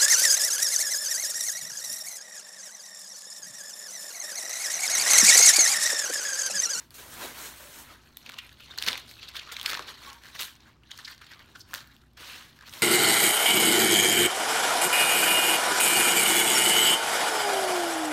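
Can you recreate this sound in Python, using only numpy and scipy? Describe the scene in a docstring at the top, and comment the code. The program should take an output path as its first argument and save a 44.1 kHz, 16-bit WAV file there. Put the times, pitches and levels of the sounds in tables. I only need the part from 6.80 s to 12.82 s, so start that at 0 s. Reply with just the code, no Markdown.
"""Fresh leafy greens rustle at a table indoors: hands push them into a thin bag, then strip a leaf.
The rustle is smooth noise and tiny crease pulses, coloured by broad resonances, in bursts and faint beds.
Leaf ribs snap as noise bursts through resonances; creaks, short puffs and dull bumps are noise through
a narrow or broad resonance, and a short squeak is a run of unsteady tones near 1 kHz. The room adds
a faint echo to these, and behind all lie air noise and an appliance drone."""
import sys
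import numpy as np
from scipy import signal
from scipy.fft import rfft, irfft, next_fast_len
from scipy.io import wavfile
from scipy.ndimage import uniform_filter1d, map_coordinates

SR = 44100
rng = np.random.default_rng(int(sys.argv[2]) if len(sys.argv) > 2 else 0)


def voltage_ratio(level):
    """Linear amplitude factor for a level in decibels (scalar or array-like)."""
    return 10 ** (np.asarray(level, float) / 20)


def wav_record(signal):
    """Record a signal, one row per channel, as 16-bit PCM in the file named by sys.argv[1]."""
    frames = np.transpose(np.atleast_2d(signal))
    bounded = np.clip(frames, -1, 1)
    # unit amplitude maps onto the largest positive 16-bit level
    quanta = np.round(bounded * 32767).astype(np.int16)
    wavfile.write(sys.argv[1], SR, quanta)


N = 265482


def unit(x):
    """Normalisation to an rms of one."""
    return x / np.sqrt(np.mean(x ** 2) + 1e-20)


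def along(points, hz):
    """Spectral envelope: (Hz, value) points joined on a logarithmic frequency axis."""
    f, value = np.transpose(points)
    return np.interp(np.log(hz + 1), np.log(f + 1), value)


def wobble(rate_hz):
    """Slow random modulation: a smooth curve through rate_hz random knots a second."""
    knots = rng.standard_normal(int(N * rate_hz / SR) + 4)
    return map_coordinates(knots, [np.arange(N) * rate_hz / SR])


def filtered(x, response):
    """Linear filtering: the spectrum of x times a response given as a function of Hz."""
    size = next_fast_len(len(x) + 4096)
    spectrum = rfft(x, size) * response(np.fft.rfftfreq(size, 1 / SR))
    return irfft(spectrum, size)[:len(x)]


def resonance(f, hz, width_hz):
    """Damped oscillator: a second-order band-pass response with unit gain at hz."""
    return 1j * f * width_hz / (hz * hz - f * f + 1j * f * width_hz)


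# spectral shape of the air noise: frequency_hz, relative_level_db (per Hz)
AIR_SPECTRUM = [(25, -8), (42, -21), (58, 3), (100, 2), (190, -6.5), (250, -3.5), (350, -8), (500, -19),
                (1000, -15), (1700, -30), (2800, -28), (4200, -28), (5000, -29), (15700, -54)]


def air():
    """Broadband noise: shaped random pressure whose level drifts slowly about -62 dB."""
    noise = unit(filtered(rng.standard_normal(N), lambda f: voltage_ratio(along(AIR_SPECTRUM, f))))
    return voltage_ratio(-62 + 1.4 * wobble(2.7)) * noise


# partials of the appliance drone: pitch_hz, level_db (rms, before its slow wander)
DRONE_PARTIALS = [(59, -67.5), (119, -73.5), (148, -72), (236, -75)]


def drone():
    """Additive synthesis: steady partials of an appliance, wandering in level and phase."""
    t, out = np.arange(N) / SR, 0
    for pitch_hz, level_db in DRONE_PARTIALS:
        gain = np.sqrt(2) * voltage_ratio(level_db + 2.2 * wobble(2.95))
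        out = out + gain * np.sin(2 * np.pi * pitch_hz * t + 0.6 * wobble(3.2))
    return out


# decay of the room: frequency_hz, t60_s
ROOM_DECAY = [(300, 1), (2000, 0.47), (10000, 0.34)]


def room(x):
    """Reverberation: convolution with noise that dies at its own speed at each frequency."""
    hz, t, z = signal.stft(rng.standard_normal(SR // 2), SR, nperseg=256)
    decay = voltage_ratio(-60 * t / along(ROOM_DECAY, hz)[:, None])
    tail = signal.istft(z * decay, SR, nperseg=256)[1]
    delayed = np.pad(x, (130, 0))  # samples, about 3 ms
    return signal.fftconvolve(delayed, tail / np.linalg.norm(tail))[:N]


# wet leaf slipping under a finger: start_s, length_s, pitch_hz, level_db (rms at mid-swell, before wander)
SQUEAKS = [(3.258, .045, 1105, -47), (3.305, .033, 1095, -48), (3.33, .085, 935, -57)]


def squeak():
    """Stick-slip: rough tones near 1 kHz, unsteady in pitch and level, each swelling and fading."""
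    t, out = np.arange(N) / SR, 0
    for start_s, length_s, pitch_hz, level_db in SQUEAKS:
        swell = np.sin(np.pi * np.clip((t - start_s) / length_s, 0, 1)) ** 1.7
        phase = 2 * np.pi * np.cumsum(pitch_hz * (1 + 0.015 * wobble(100))) / SR
        gain = np.sqrt(2) * voltage_ratio(level_db + 1.5 * wobble(60))
        out = out + swell * gain * np.sin(phase)
    return out


# creaks, short puffs and dull bumps: start_s, length_s, centre_hz,
# width_hz (of each of two resonances in series), level_db (rms at mid-swell)
CREAKS_PUFFS_BUMPS = [(0.779, .15, 580, 110, -61), (1.092, 0.039, 1265, 90, -53.5),
                      (1.587, 0.082, 2400, 900, -53), (1.797, 0.07, 2750, 500, -57),
                      (1.902, 0.021, 3660, 300, -47), (2.388, 0.014, 2600, 250, -48),
                      (2.422, .012, 3200, 1200, -44), (2.479, .014, 3800, 1400, -41),
                      (2.592, .008, 3300, 1800, -35), (2.67, 0.051, 1257, 349, -48.5),
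                      (2.99, 0.029, 450, 500, -46), (3.262, .07, 880, 120, -55),
                      (4.108, .012, 6600, 600, -54), (4.12, 0.027, 3140, 300, -53),
                      (4.246, .015, 4400, 1300, -39), (4.268, .018, 1800, 600, -48),
                      (4.274, .012, 4600, 1500, -47), (4.508, .014, 2000, 1500, -49),
                      (4.555, 0.055, 1180, 80, -56), (4.75, 0.02, 1550, 500, -50),
                      (4.8, .02, 4900, 1600, -46), (5.401, 0.032, 296, 251, -53.5),
                      (5.427, 0.15, 2780, 1200, -50.5)]


def creaks_puffs_bumps():
    """Band-pass filtering: noise through a narrow or broad resonance, swelling and fading."""
    t, out = np.arange(N) / SR, np.zeros(N)
    for start_s, length_s, centre_hz, width_hz, level_db in CREAKS_PUFFS_BUMPS:
        span = (t > start_s) & (t < start_s + length_s)
        band = filtered(rng.standard_normal(SR // 4), lambda f: resonance(f, centre_hz, width_hz) ** 2)
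        swell = np.sqrt(np.sin(np.pi * (t[span] - start_s) / length_s))
        out[span] += voltage_ratio(level_db) * swell * unit(band)[-span.sum():]
    return out


def ticks(count):
    """Random process: small creases give way as snaps whose level follows the rustle and crispness."""
    when, size, pitch, bright, fall = rng.random((count, 5)).T
    start_s = 0.02 + when * (N / SR - 0.04)
    gain = rustle_strength(start_s, upper=0.86) * grip(start_s)[0] ** 2
    peak_db = 20 * np.log10(gain) + 9 - 3 * np.log(1 - 0.95 * size)
    crack_db = -12 + 16 * (bright - 0.5)
    fall_ms = 0.85 * (0.27 + 2 * fall)
    return np.transpose([start_s, peak_db, 1400 * 3.3 ** pitch, crack_db, fall_ms])


# leaf ribs giving way: peak_s, peak_db (of the ring), centre_hz, crack_over_ring_db,
# fall_ms (for 10 dB of the exciting burst, at least 0.3)
SNAPS = [(.1068, -37.5, 4340, 2, 2), (1.371, -31, 3600, 9, 1.5), (1.4624, -32.5, 2600, -8, 3),
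         (1.4931, -26.5, 2480, -12, 2), (1.4971, -33, 1500, -4, 2), (1.52, -31.5, 3550, -4, 0.5),
         (1.5377, -34, 3320, -19, 3), (1.5874, -25.5, 2870, -11, 9), (1.6932, -36, 2500, -20, 1),
         (1.8053, -39, 2720, -8, 5), (1.8838, -43, 3790, -11, 2.5), (1.9776, -27, 1610, 1, 2),
         (1.9856, -19, 4120, -8.5, 2), (2.0183, -29, 3150, -8, 3), (2.025, -12, 3400, -7, -0.04),
         (2.0374, -24, 3980, -16, 3), (2.0437, -27, 3920, -14, 0.5), (2.065, -23, 2940, -7, 6),
         (2.0762, -18, 4230, -12, 8), (2.0847, -9, 3500, -10, 4), (2.1304, -18, 3830, -20, 3),
         (2.1552, -24, 2330, -19, 2), (2.1775, -24, 3460, -7, 4), (2.3128, -34, 2260, 4, 0),
         (2.3685, -42, 1550, -15, 0.5), (2.3959, -41, 2560, -16, 2), (2.4307, -32, 3160, -18, 6),
         (2.5557, -30.5, 3130, -7, 4), (2.5673, -22, 3450, -14, 8), (2.5953, -29, 3060, -20, .6),
         (2.767, -21.5, 3550, -14.5, 3.5), (2.798, -20.5, 3530, -19, -0.2),
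         (2.8136, -19.5, 3380, -4.5, 1.5), (2.8302, -28.5, 3830, 5, .6), (2.8474, -31, 2990, -13, 1.5),
         (2.8574, -25, 3010, -26, 0), (2.8611, -10, 3840, -13, 2.5), (2.8964, -19, 3460, 0, -1),
         (2.901, -19.5, 4740, -2, 2), (2.9148, -23, 2020, -18, 2.5), (2.921, -25, 1830, -13, 5),
         (2.9324, -18.5, 1550, -15, 3), (2.944, -19, 4000, -15, 4), (2.9507, -19, 1750, -14, 0),
         (2.9738, -23, 1090, -23, -0.5), (2.9938, -19.5, 1160, -14, 0), (3.331, -31, 5340, -4, 0),
         (3.301, -32.5, 3660, -9, 2), (3.4368, -36, 1840, -8, 1), (3.447, -37, 2180, -8, 0.5),
         (3.456, -38, 1790, -5, 3), (3.4681, -35, 1830, -13, 2), (3.4866, -36.5, 1940, -13.5, 3),
         (3.5474, -35, 3340, -13, 0.5), (3.5935, -23, 4100, -16, 5.5), (3.6, -21, 1820, -7, 0.5),
         (3.6134, -21, 3000, 6, .5), (3.6222, -22, 3400, 1, 1), (3.6317, -21, 4030, 1, -1.5),
         (3.7542, -41, 5500, -10, 0), (3.8054, -41, 4600, -27, 3.5), (4.035, -45, 2760, -10.5, 5),
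         (4.1097, -37, 2980, -11, 7), (4.1153, -29.5, 3620, -14.5, 3.5), (4.1768, -37, 5020, -1, 2.5),
         (4.1892, -33, 1780, -10, 6), (4.2802, -31, 1850, -12, 7), (4.3796, -37.5, 4650, -12, 1.6),
         (4.418, -36.5, 1630, -11, 9), (4.4666, -39.5, 4160, -11, 4), (4.5171, -36, 1880, -11, 9),
         (4.5934, -41.5, 3940, -10, 2), (4.757, -36.7, 1520, -22, 11.5), (4.9344, -25, 1620, -7, 0.3),
         (4.9401, -19, 1720, 4, 1.5), (4.9486, -18, 4150, -11, .5), (4.9577, -28, 1550, -1, 1.5),
         (4.9783, -29, 4010, -13, -1), (5.006, -33, 4160, -15, 5), (5.074, -47.5, 4050, 4, 3),
         (5.1654, -43, 2960, -9, 2), (5.218, -52.5, 4470, -8, -5), (5.3146, -58.5, 4200, -6, -8),
         (5.3339, -58, 4000, 2, 5), (5.7898, -40, 1690, -8.5, 1), (5.8103, -36, 1570, -14.5, 3),
         (5.8247, -39.5, 1420, -7, 1), (5.8781, -38, 1390, -8.5, 1.8), (5.8835, -39.5, 1590, -3.5, -2),
         (5.895, -35, 5550, -10, 5), (5.9275, -33, 3360, -1, 0), (5.937, -30, 3400, -4, 5)]


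def snaps():
    """Impulsive excitation: a sharp break amid a noise burst rings the leaf, under a shorter bright crack."""
    rows = np.vstack([SNAPS, ticks(count=340)])
    peak_s, peak_db, centre_hz, crack_db, fall_ms = rows.T[:, :, None]
    rise_ms = 0.45 * fall_ms
    step = np.arange(-700, 1348)  # samples about the break
    ms, f = step / SR * 1000, np.fft.rfftfreq(len(step), 1 / SR)
    away = np.where(ms < 0, -ms / np.maximum(rise_ms, 0.1), ms / np.maximum(fall_ms, 0.3))
    shape_db = -10 * away
    noise = rng.standard_normal((len(peak_s), 2, len(step)))
    burst = noise + [[7], [3]] * (step == 0)  # the break itself, in ring and crack
    leaf = resonance(f, centre_hz, 0.44 * centre_hz) ** 2 + 0.46 * resonance(f, 3180, 4600) ** 2
    rolloff = 1 / (1 + 1j * f / 6000) ** 2  # the ring falls away steeply above about 6 kHz
    ring = irfft(rfft(burst[:, 0] * voltage_ratio(shape_db)) * leaf * rolloff)
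    crack = irfft(rfft(burst[:, 1] * voltage_ratio(2.24 * shape_db)) * resonance(f, 11700, 11700) ** 2)
    ring /= np.abs(ring).max(axis=1, keepdims=True)
    crack /= np.abs(crack).max(axis=1, keepdims=True)
    snap = voltage_ratio(peak_db) * (ring + voltage_ratio(crack_db) * crack)
    at = np.round(peak_s * SR).astype(int) + step
    return np.bincount(at.ravel(), snap.ravel(), minlength=N)[:N]


# bursts of rustle from the hands, and the faint rustle between them: peak_s, lower_ring_db,
# upper_over_lower_db (before the weight upper), sizzle_over_lower_db,
# swell_s and fade_s (for 10 dB at steep 1, at least 0.002)
RUSTLES = [(0, -57, 0.5, 0, .05, .06), (0.111, -61, 1, 1, -0.1, 0.1), (.143, -58, 5.5, 11.5, -0.05, 0.11),
           (0.183, -52, -1, 3.5, -0.02, 0.14), (.34, -51, -1, 5, .09, 0.09),
           (0.434, -40.5, -3, 0, 0.06, 0.1032), (0.611, -46.5, -0.5, 3.5, 0.08, .05),
           (.67, -47.5, 0, 5, 0.08, 0.0642), (.82, -53, -1, 3, 0.18, 0.17), (1.0, -53.5, 0, 7, 0.15, 0.06),
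           (1.12, -52, -3.5, -6.5, .08, .06), (1.25, -66, 1, -3, .08, .15), (1.385, -69, 7, 3, .015, 0.1),
           (1.459, -56.5, 3.5, -15, 0, 0.15), (1.535, -55, -2.5, -8, 0.09, 0.06),
           (1.588, -53, 8, 1.5, .008, -0.02), (1.62, -61, 1, -3, -0.18, .2), (1.817, -60, 3, -6, .04, 0.15),
           (1.912, -55.5, 2, -11, 0.04, 0.13), (1.985, -54, 3, -16, .015, .08),
           (2.04, -46.5, 1, -2, 0.05, .06), (2.079, -34.5, 1, -9, 0.0121, 0.0622),
           (2.17, -50.5, 3.5, -5, 0.0551, .05), (2.294, -58.5, 8.5, 3.5, 0.03, 0.08),
           (2.38, -62, 3, -8, -0.26, 0.25), (2.437, -59, 12, -7, 0.03, .06),
           (2.488, -53.5, 10, 7, -0.02, 0.01), (2.52, -64.5, 5.5, -10, .03, 0),
           (2.567, -50.5, 6, -5.5, 0.03, 0.04), (2.67, -51.5, 2, -16.5, 0.15, 0.07),
           (2.72, -45, 4.5, 1.5, 0.0042, 0.0175), (2.79, -52.5, 6, -7, 0.09, 0.03),
           (2.875, -42.5, -4, -3, 0.023, 0.06), (2.93, -41, 1.5, -10, 0.11, .075),
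           (3.02, -50, 0, -14, .02, .02), (3.088, -49, 4, -8.5, .04, 0.0854),
           (3.277, -49.5, 0, -6, 0.09, 0.0944), (3.47, -53, -0.5, -6.5, 0.06, 0.11),
           (3.551, -50, 4, -3, 0, 0.06), (3.607, -42.5, 3.5, 3.5, 0.0147, 0.0622),
           (3.77, -63, 0, -5, 0.5, 0), (3.89, -60, -2, -13, 0.13, .04), (4.03, -72.5, -9, -15, 6, 0.5),
           (4.118, -61, 5, -5, 0.04, 0.12), (4.19, -55.5, 1, -9, .07, 0.12), (4.252, -56, 8, -2, .004, .02),
           (4.29, -55, 5, -4, .025, .07), (4.417, -54, 0, -8.5, .004, .015), (4.45, -60, 3, -8, .03, .05),
           (4.518, -59, 4, -8, 0.05, 0.08), (4.596, -54.5, -3, -15, 0, 0.05), (4.7, -63, 0, -7, .07, .08),
           (4.755, -62, 0, -10, .006, .03), (4.81, -70, 10, 10, 0.06, .02), (4.915, -57, -1, -3, .04, .04),
           (4.949, -44, 2, -2, .012, .047), (5.1, -64, 0, -9, .1, 0.13), (5.25, -72, -12, -8, 1, .08),
           (5.372, -52, 2, -5.5, .002, .06), (5.41, -50, 2, -5, .02, .08), (5.47, -49.5, 2.5, -4, .03, .12),
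           (5.55, -50, 2, -4, 0.0866, 0.13), (5.76, -64, 2.5, -3, -0.02, .06),
           (5.84, -54, -8, -15.5, 0.04, -0.1), (5.887, -50, 2, -9, .03, -0.03),
           (5.946, -50, 0.5, 1, 0.0357, 1)]


def rustle_strength(time, steep=1, upper=0, sizzle=0):
    """Energy summation: the strength of one layer from all rows, each swelling to its peak and fading."""
    peak_s, lower_db, upper_db, sizzle_db, swell_s, fade_s = np.transpose(RUSTLES)[:, :, None]
    t = np.arange(0, N / SR + 0.002, 0.001)
    before = (peak_s - t) / np.maximum(swell_s, 0.002)
    after = (t - peak_s) / np.maximum(fade_s, 0.002)
    away = np.where(t < peak_s, before, after)
    peak_db = lower_db + upper * upper_db + sizzle * sizzle_db
    level_db = peak_db - 10 * steep * away ** 1.28  # 1 = pointed peak, 2 = rounded top, steep skirts
    return np.interp(time, t, np.linalg.norm(voltage_ratio(level_db), axis=0))


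# what the hands hold: time_s, crispness (0 = smooth bag to 1 = crisp leaf), body_over_lower_ring_db
HELD = [(0, 0.12, -5), (1.1, .11, -5.5), (1.3, 0.63, -5.5), (2.1, 0.61, -9), (2.4, 0.46, -6),
        (2.65, .6, -10.5), (2.85, .6, -10), (3.0, .55, -7), (3.2, 0.44, -11), (3.65, 0.33, -12),
        (4.2, 0.62, -11), (4.8, 0.57, -8.5), (5.3, 0.63, -14), (5.4, 0.2, -13), (5.7, .2, -11),
        (5.85, 0.35, -11), (6.02, .23, -8)]


def grip(time):
    """Interpolation: crispness and body level (dB) of what is held at the given times."""
    time_s, crispness, body_db = np.transpose(HELD)
    return np.interp(time, time_s, crispness), np.interp(time, time_s, body_db)


def creases(count, spread_db, most_db, cycles):
    """Superposed impulses: tiny folds as damped sines at any pitch, a few much bigger than the rest."""
    when, pitch, size, phase = rng.random((count, 4)).T
    hz = (500 * 32 ** pitch)[:, None]
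    t = np.arange(96) / SR
    size_db = np.minimum(-spread_db * np.log(1 - size), most_db)
    gain = voltage_ratio(size_db)[:, None] * hz / 2000  # even energy per Hz
    grains = gain * np.exp(-t * hz / cycles) * np.sin(2 * np.pi * (hz * t + phase[:, None]))
    at = (when * N).astype(int)[:, None] + np.arange(len(t))
    return unit(np.bincount(at.ravel(), grains.ravel(), minlength=N)[:N])


# where crumpled sheets ring, a lower and an upper band: frequency_hz, relative_level_db (per Hz)
RING_SPECTRA = [
    [(600, -37), (1000, -3), (1600, 1.5), (2200, -3), (3000, -16), (5000, -41.5)],
    [(1500, -55), (2400, -7.5), (3000, -1), (4300, 0.9), (4900, -5.5), (6500, -13.5), (9000, -37)],
]
# the treble sizzle: frequency_hz, relative_level_db (per Hz)
SIZZLE_SPECTRUM = [(4300, -64), (5200, -7), (6500, -1), (8000, 0), (12000, 0.5), (15700, -3)]
# the low body: frequency_hz, relative_level_db (per Hz)
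BODY_SPECTRUM = [(90, -16), (170, -3), (250, 2), (600, 1.5), (1000, -3.5), (1500, -47)]


def rustle():
    """Source and filter: smooth swish and crisp creases excite two broad rings, a sizzle and a body."""
    time = np.arange(N) / SR
    crisp, body_db = grip(time)
    fits = voltage_ratio(crisp * (2.1 * wobble(60) + 2.44 * wobble(250)))  # crisp leaf gives way in fits
    swish = rng.standard_normal(N)
    crackle = creases(count=16000, spread_db=3.5, most_db=14.5, cycles=1.7)
    mix = np.sqrt(1 - crisp) * swish + np.sqrt(crisp) * crackle
    _, frames, z = signal.stft(mix * unit(fits), SR, nperseg=512)
    # patches of time and frequency vary in level, more so in crisp leaf
    patches = uniform_filter1d(rng.standard_normal(z.shape), size=6, axis=0)
    patches = unit(uniform_filter1d(patches, size=5, axis=1))
    patch_db = (1.2 + 2.8 * grip(frames)[0]) * patches
    sheet = signal.istft(z * voltage_ratio(patch_db), SR, nperseg=512)[1][:N]
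    spectra = (*RING_SPECTRA, SIZZLE_SPECTRUM, BODY_SPECTRUM)
    low, high, sizzle, body = [unit(filtered(sheet, lambda f: voltage_ratio(along(c, f)))) for c in spectra]
    rings = rustle_strength(time) * low + rustle_strength(time, upper=0.96) * high
    bright = rustle_strength(time, steep=1.13, sizzle=1) * sizzle  # swells and fades faster than the rings
    return rings + bright + rustle_strength(time) * voltage_ratio(body_db) * body


def scene():
    """Superposition: near sounds with their room echo, the rustle and the background."""
    near = snaps() + squeak() + creaks_puffs_bumps()
    echo = voltage_ratio(-11.5) * room(near)
    return (near + rustle() + echo + air() + drone())[None]


# microphone dips: centre_hz, width_hz (at half the depth in dB), gain_db
MIC_DIPS = [(4870, 150, -1.5), (10620, 810, -4.5)]


def dips_and_band_limit(x):
    """Frequency response: the microphone's narrow dips, then a band limit on the whole sound."""
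    def response(f):
        dips_db = sum(db * np.abs(resonance(f, hz, width)) ** 2 for hz, width, db in MIC_DIPS)
        limit = np.where(f < 15800, 1, voltage_ratio(-30) * (f < 16800))  # 30 dB down, then silent
        return voltage_ratio(dips_db) * limit
    return filtered(x, response)


def top_cut(x):
    """Nothing passes above the cut-off."""
    return signal.sosfilt(signal.butter(12, 16990, fs=SR, output="sos"), x)


def record(dry):
    """Stages in series: the scene through the microphone's dips and the band limit, then the last stage."""
    mix = dips_and_band_limit(dry[0])[None]
    return top_cut(mix)


dry = scene()
out = record(dry)
wav_record(out)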